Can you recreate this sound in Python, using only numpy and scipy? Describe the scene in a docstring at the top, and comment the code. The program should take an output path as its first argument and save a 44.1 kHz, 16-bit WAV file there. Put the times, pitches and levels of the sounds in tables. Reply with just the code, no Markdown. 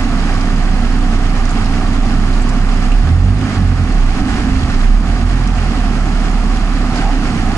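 """A deep rumble like a close four-cylinder engine idles, revs, labours almost to a stall and picks up.
Its firings form a harmonic series that booms whenever an order sweeps through a resonance of the body.
Behind it falls heavy night rain: countless impacts add to a wash, and a few near drops splash singly.
The hollow of the sheltered spot resonates; low hums, an intake rush and a far bark-like call pass briefly.
An automatic gain control ducks the rain under the engine's swells."""
import sys
import numpy as np
from scipy import signal
from scipy.fft import rfft, irfft
from scipy.io import wavfile
from scipy.ndimage import uniform_filter1d, minimum_filter1d

SR = 44100
rng = np.random.default_rng(int(sys.argv[2]) if len(sys.argv) > 2 else 0)


def put_to_file(sound):
    """Save the sound as 16-bit audio at rate SR, in the file named by the first command-line argument."""
    columns = np.atleast_2d(sound).T  # one column per channel
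    safe = np.clip(columns, -1, 1)
    whole_steps = np.round(safe * 32767)
    wavfile.write(sys.argv[1], SR, whole_steps.astype(np.int16))


N = 333837
TIME, FREQS = np.arange(N) / SR, np.maximum(np.arange(N // 2 + 1) * SR / N, 1)

# engine speed: time_s, firing_rate_hz
FIRING_RATE = [(0, 30.3), (.8, 31), (1.75, 29.7), (2.62, 31.7), (2.89, 31), (3.07, 40), (3.24, 46),
               (3.43, 52.3), (3.58, 46.6), (3.8, 43), (4.01, 32.3), (4.3, 21.2), (4.5, 23.1), (4.75, 28.3),
               (4.92, 33), (5.07, 39.5), (5.35, 42.4), (5.6, 41), (5.87, 35.8), (6.6, 35.4), (7.0, 35.3),
               (7.57, 29)]
# how hard the engine pulls: time_s, fundamental_gain_db, load_db
ENGINE_LOAD = [(0, -3, -2.5), (.8, 1, 1.5), (1.7, -1.5, 0.5), (2.17, 1, 4.5), (2.88, 0, 0.5),
               (2.95, 7.5, 8), (3.01, 8, 9), (3.07, -3, 17), (3.14, 4, 19), (3.2, 8, 17.5), (3.24, 13, 21),
               (3.3, 10, 22), (3.36, 10, 17), (3.42, -1, 18.5), (3.48, -2, 10.5), (3.545, -11, 5.5),
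               (3.59, 5.5, 18.5), (3.69, 7.5, 15), (3.79, 0.5, 12), (3.84, 2.5, 11), (3.88, -5, 5),
               (3.92, 1.5, 5), (4.01, 3.5, 9), (4.09, 4, 3.5), (4.15, -3, 7.5), (4.24, 0, 6),
               (4.31, -7, 1.5), (4.45, -13, 6), (4.53, 2, 12.5), (4.62, -2.5, 13), (4.7, -5, 4),
               (4.77, 5, 0), (4.85, 5.5, 4), (4.92, 10, 9.5), (5.0, 2.5, 6), (5.07, -3, 8), (5.14, 3.5, 7),
               (5.19, -4, 8), (5.25, 2.5, 11.5), (5.4, 4, 1), (5.72, -2.5, 3), (6.52, -1, 2.5),
               (6.94, -4, 0), (7.0, -9, -2), (7.08, 0.5, -7), (7.2, 0, 0), (7.34, -11, 0), (7.43, -3.5, 2),
               (7.57, -3.5, -3)]
# harmonics of the firing rate: multiple, gain_db
FIRING_ORDERS = [(1, 0), (2, -7.5), (3, -9), (4, -10.5), (5, -12.5)]
# resonances of the body around the engine: centre_hz, width_hz, boost_db
BODY_MODES = [(34.05, 32.4, 21.5), (84.7, 25.7, 13.5), (130, 9.6, 8)]
# spectrum of the engine's rough drone: frequency_hz, relative_db
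DRONE_SPECTRUM = [(20, -1.5), (45, 1.5), (70, 0.5), (110, -3), (145, -3), (180, 2.5), (235, 0.5), (272, -2),
                  (305, -7.5), (370, -16), (500, -22), (900, -49)]
# tones of the labouring engine: start_s, end_s, pitch_hz, level_db
LABOUR_GROANS = [(4.152, 4.353, 260.6, -20), (4.417, 4.714, 261.1, -18.5), (5.22, 5.73, 128.8, -24)]
# spectrum of the rain: frequency_hz, left_relative_db, right_relative_db
RAIN_SPECTRUM = [(397, -1, 6.5), (458, -4, 0.5), (1040, -1, -0.4), (1780, -2.5, 2.5), (2330, -7.5, -2),
                 (2770, -9.5, -2.5), (3680, -14.5, -8), (4340, -15, -7), (5330, -12, -9.5),
                 (5580, -15, -15.5), (6410, -18, -12), (8760, -19.5, -24.5), (9800, -24, -25),
                 (11900, -31.5, -34)]
# part of the rain's power that comes straight from the open side: frequency_hz, share
DIRECT_SHARE = [(300, 1), (900, 0.63), (1400, 0.98), (1950, 0.4), (2300, 0.15), (4000, 0.69), (4600, 0.1),
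                (5200, 0.1), (6600, 0.52), (8200, 0.07), (11000, 0.24)]
# brief lifts of the rain's hiss, mostly where the engine sags: start_s, end_s, boost_db
HISS_LIFTS = [(1.25, 1.72, 0), (2.25, 2.8, 0.5), (3.5, 3.602, 0.5), (4.14, 4.42, 1), (4.42, 5.02, 2),
              (6.925, 7.11, 1.5)]
# drops that land nearby: start_s, decay_s, centre_hz, width_hz, level_db
NEAR_DROPS = [(0.41, 0.006, 4970, 1900, -29), (1.453, 0.0064, 5240, 3400, -29),
              (1.491, 0.012, 6200, 1600, -31), (1.508, .008, 7700, 2000, -33),
              (1.644, .005, 5070, 1200, -30), (1.658, 0.006, 4700, 1500, -28),
              (2.419, 0.01, 7260, 2600, -33), (2.492, 0.009, 6200, 3400, -30),
              (2.824, 0.0055, 5700, 1500, -34), (2.918, .012, 2570, 700, -21),
              (3.411, 0.0078, 2700, 1200, -27), (4.563, .009, 2960, 1400, -27),
              (4.633, 0.0085, 4000, 1496, -29), (5.474, 0.0062, 6500, 3500, -30),
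              (5.582, 0.017, 2642, 600, -29), (5.954, 0.0049, 2587, 700, -33),
              (6.569, 0.01, 3107, 1405, -30), (6.958, .006, 4600, 2400, -28),
              (6.975, 0.009, 4416, 700, -31)]
# resonances of the hollow: centre_hz, width_hz, level_db, wander_share
HOLLOW_MODES = [(222.2, 9.3, -30.5, 0.0049), (243.4, 7.8, -30, 0.0053), (259.8, 9, -29.5, 0.0045),
                (289, 10.3, -35, 0.00983), (379, 45, -42, 0.0245), (741, 113, -31.5, 0.02017),
                (1203, 233, -33, .03)]
# short mid-pitched swells (hums, intake rush, far call): start_s, end_s, centre_hz, width_hz, level_db
MID_SWELLS = [(2.065, 2.253, 176, 45, -20), (3.053, 3.097, 1310, 510, -27),
              (4.162, 4.359, 285.5, 16, -21.5), (6.987, 7.098, 1509, 620, -38),
              (7.014, 7.12, 790, 120, -22.5), (7.22, 7.5, 230.5, 30, -24.5), (7.41, 7.502, 750, 90, -34)]


def engine(base_db=-32.5, flutter_db=1.0, max_flutter_db=5.5, wobble_rad=0.15, muffler_hz=195):
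    """Periodic firing yields a harmonic series, shaped by load, body and muffler, over a rough drone."""
    (firing_hz,), (fundamental_db, load_db) = in_time(FIRING_RATE), in_time(ENGINE_LOAD)
    phase = 2 * np.pi * np.cumsum(firing_hz) / SR
    tones = 0
    for multiple, order_db in FIRING_ORDERS:
        hz = multiple * firing_hz
        pull_db = fundamental_db if multiple < 2 else load_db   # load sharpens the firings
        # uneven firing smears the higher orders most
        uneven_db = min(flutter_db * multiple, max_flutter_db) * drift(11)
        uneven_rad = (multiple - 1) * (wobble_rad * drift(8) + rng.uniform(0, 2 * np.pi))
        muffling = 1 / np.hypot(1, (hz / muffler_hz) ** 4)
        gain = muffling * from_db(base_db + order_db + pull_db + body_boost_db(hz) + uneven_db)
        tones += gain * np.sin(multiple * phase + uneven_rad)
    return np.sqrt(2) * tones + drone(firing_hz, phase, load_db)


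def body_boost_db(hz):
    """Forced resonance: the body amplifies a tone that lies near one of its natural frequencies."""
    return sum(db / (1 + (2 * (hz - centre) / width) ** 2) for centre, width, db in BODY_MODES)


def drone(firing_hz, phase, load_db, idle_db=-20, idle_hz=29.7, fade_db_per_hz=0.08, lag_rad=2.7):
    """Amplitude modulation: noise swells after every firing, growing with load and fading with speed."""
    noise = irfft(white() * from_db(in_hz(DRONE_SPECTRUM)[0]), N)
    throb = 1 + 0.34 * np.sin(phase - lag_rad)
    level_db = idle_db + 0.11 * load_db - fade_db_per_hz * (firing_hz - idle_hz)
    return from_db(level_db) * rms_one(noise * throb)


def exhaust(hz=95, width_hz=90, base_db=-37):
    """Turbulence: ragged exhaust flow makes low noise that grows with the load."""
    _, load_db = in_time(ENGINE_LOAD)
    return from_db(base_db + load_db) * resonant_noise(hz, width_hz)


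def whirr(hz=1450, width_hz=800, revved_db=-36, revved_hz=50, exponent=7.0, lag_s=0.1):
    """Mechanical noise follows a steep power law of engine speed, trailing it a little."""
    firing_hz = np.interp(TIME - lag_s, TIME, in_time(FIRING_RATE)[0])
    return from_db(revved_db) * (firing_hz / revved_hz) ** exponent * resonant_noise(hz, width_hz)


def groans(waver_rad=0.28):
    """Random phase modulation makes the low tones of the labouring engine waver."""
    tones = 0
    for start, end, hz, db in LABOUR_GROANS:
        phase = 2 * np.pi * hz * TIME + waver_rad * drift(11)
        tones += from_db(db) * swell(start, end) * np.sin(phase)
    return np.sqrt(2) * tones


def rain(level_db=-25.0, lag_s=0.00014, flicker_db=0.79):
    """Direct sound from the open side reaches the left first; the diffuse field comes from all round."""
    share = np.clip(in_hz(DIRECT_SHARE)[0], 0, 1)
    direct = patter() * np.exp(-2j * np.pi * FREQS * lag_s * np.array([[0], [1]]))
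    diffuse = np.array([patter(), patter()])
    field = np.sqrt(share) * direct + np.sqrt(1 - share) * diffuse
    wash = irfft(field * from_db(in_hz(RAIN_SPECTRUM)), N)
    lifts_db = sum(db * swell(start, end) for start, end, db in HISS_LIFTS)
    return rms_one(wash) * from_db(level_db + lifts_db + flicker_db * drift(7))


def patter(near_db=-4.0, crisp_hz=2200):
    """Superposition: far rain merges into a noise spectrum; near drops stand out in the treble."""
    near = from_db(near_db) * FREQS / np.hypot(FREQS, crisp_hz)
    return (white() + near * drops(per_s=1800, spread_db=3.0, width_hz=820)) / np.hypot(1, near)


def drops(per_s, spread_db, width_hz, pitches=12):
    """Impulse response: random impacts each ring a damped resonator; returns their spectrum."""
    onsets = rng.integers(0, N, int(per_s * N / SR))
    sizes = from_db(spread_db * np.minimum(rng.exponential(1, len(onsets)), 5))
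    sizes *= rng.choice([-1, 1], len(onsets))
    radius = np.exp(-np.pi * width_hz / SR)
    ringing = 0
    for k, hz in enumerate(np.linspace(1500, 11000, pitches)):
        clicks = np.bincount(onsets[k::pitches], sizes[k::pitches], N) + 1e-18
        feedback = [1, -2 * radius * np.cos(2 * np.pi * hz / SR), radius ** 2]
        ringing += signal.lfilter([1, -radius], feedback, clicks)
    return rfft(rms_one(ringing)) / np.sqrt(N / 2)


def splashes(pan_db=3.0, tick_db=-5.0, tick_s=0.0049, size=4410):
    """Impact transients: each drop close on the right gives a broad tick and a band of dying spray."""
    out = np.zeros((2, N))
    for start, decay, hz, width, db in NEAR_DROPS:
        at = int(start * SR)
        spray = burst(hz - width / 2, hz + width / 2, decay, size)
        tick = from_db(tick_db) * burst(2000, 7300, tick_s, size)
        out[:, at:at + size] += from_db(db) * (spray + tick)
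    return out * from_db([[-pan_db], [pan_db]])


def hollow():
    """Cavity resonance: the hollow rings on with a slightly straying pitch."""
    return sum(from_db(db) * wander(resonant_noise(hz, width), share)
               for hz, width, db, share in HOLLOW_MODES)


def mid_swells():
    """Enveloped band noise: low hums, a rush of intake as the engine revs, a distant bark-like call."""
    return sum(from_db(db) * swell(start, end) * resonant_noise(hz, width)
               for start, end, hz, width, db in MID_SWELLS)


def gain_control(x, threshold_db=-15.0, slope=0.5, window_s=0.0159, release_db_per_s=55, makeup_db=0.61):
    """Compression: loud passages turn everything down at once, and the gain recovers more slowly."""
    window = int(window_s * SR)
    bass_cut = signal.butter(1, 30, "high", fs=SR, output="sos")   # the deepest bass counts less
    power = uniform_filter1d(np.mean(signal.sosfilt(bass_cut, x) ** 2, axis=0), window)
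    level_db = 10 * np.log10(np.maximum(power, 1e-9))
    release_db = release_db_per_s * TIME
    held_db = np.maximum.accumulate(level_db + release_db) - release_db
    excess_db = uniform_filter1d(np.maximum(held_db - threshold_db, 0), window)
    return x * from_db(makeup_db - slope * excess_db)


def limiter(x, ceiling=0.97, size=441):
    """Peak limiting: a smoothed gain eases peaks down just under full scale."""
    gain = ceiling / np.maximum(np.abs(x).max(axis=0), ceiling)
    return x * uniform_filter1d(minimum_filter1d(gain, size), size)


def resonant_noise(hz, width_hz):
    """Noise filtered by one steep-sided resonance, at unit rms."""
    detune = (FREQS ** 2 - hz ** 2) / (FREQS * width_hz)
    return rms_one(irfft(white() / (1 + detune ** 2 / 2), N))


def burst(low_hz, high_hz, decay_s, size):
    """Exponential decay of a band of stereo noise, from unit rms."""
    band = signal.butter(2, [low_hz, high_hz], "band", fs=SR, output="sos")
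    noise = rms_one(signal.sosfilt(band, rng.standard_normal((2, size))))
    return noise * np.exp(-TIME[:size] / decay_s)


def wander(x, share, rate_hz=6.0):
    """Frequency modulation: a drifting delay lets the pitch stray by a share of itself."""
    return np.interp(TIME + np.cumsum(share * drift(rate_hz)) / SR, TIME, x, period=N / SR)


def drift(rate_hz):
    """Band-limited random motion at unit rms: three new values per cycle, joined smoothly."""
    steps = TIME * min(3 * rate_hz, 120)
    knots = signal.resample_poly(rng.standard_normal(1024), 8, 1)
    return rms_one(np.interp(steps * 8, np.arange(len(knots)), knots))


def swell(start_s, end_s):
    """Amplitude envelope with a rounded rise and fall."""
    progress = np.clip((TIME - start_s) / (end_s - start_s), 0, 1)
    return np.sqrt(np.abs(np.sin(np.pi * progress)))


def white():
    """Spectrum of white noise: equal mean power at every frequency."""
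    return rng.standard_normal(len(FREQS)) + 1j * rng.standard_normal(len(FREQS))


def in_time(rows):
    """Linear interpolation over time, one curve per column."""
    times, *columns = np.transpose(rows)
    return [np.interp(TIME, times, column) for column in columns]


def in_hz(rows):
    """Interpolation over log frequency, one spectrum per column."""
    hz, *columns = np.transpose(rows)
    return np.array([np.interp(np.log(FREQS), np.log(hz), column) for column in columns])


def from_db(db):
    """Decibels to amplitude ratio."""
    return 10 ** (np.asarray(db) / 20)


def rms_one(x):
    """Normalisation to unit rms."""
    return x / np.sqrt(np.mean(x ** 2) + 1e-20)


def scene():
    """Superposition: engine, hollow and swells, set to the right by a level difference, add to the rain."""
    mono = engine() + exhaust() + whirr() + groans() + hollow() + mid_swells()
    return mono * from_db([[-2.3], [1.8]]) + rain() + splashes()


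def record(dry):
    """Compression and peak limiting, then a steep low-pass filter."""
    cutoff_hz, edge_hz = 11150, 150
    low_pass = np.clip((cutoff_hz - FREQS) / edge_hz + 0.5, 0, 1)
    return irfft(rfft(limiter(gain_control(dry))) * low_pass, N)


dry = scene()
out = record(dry)
put_to_file(out)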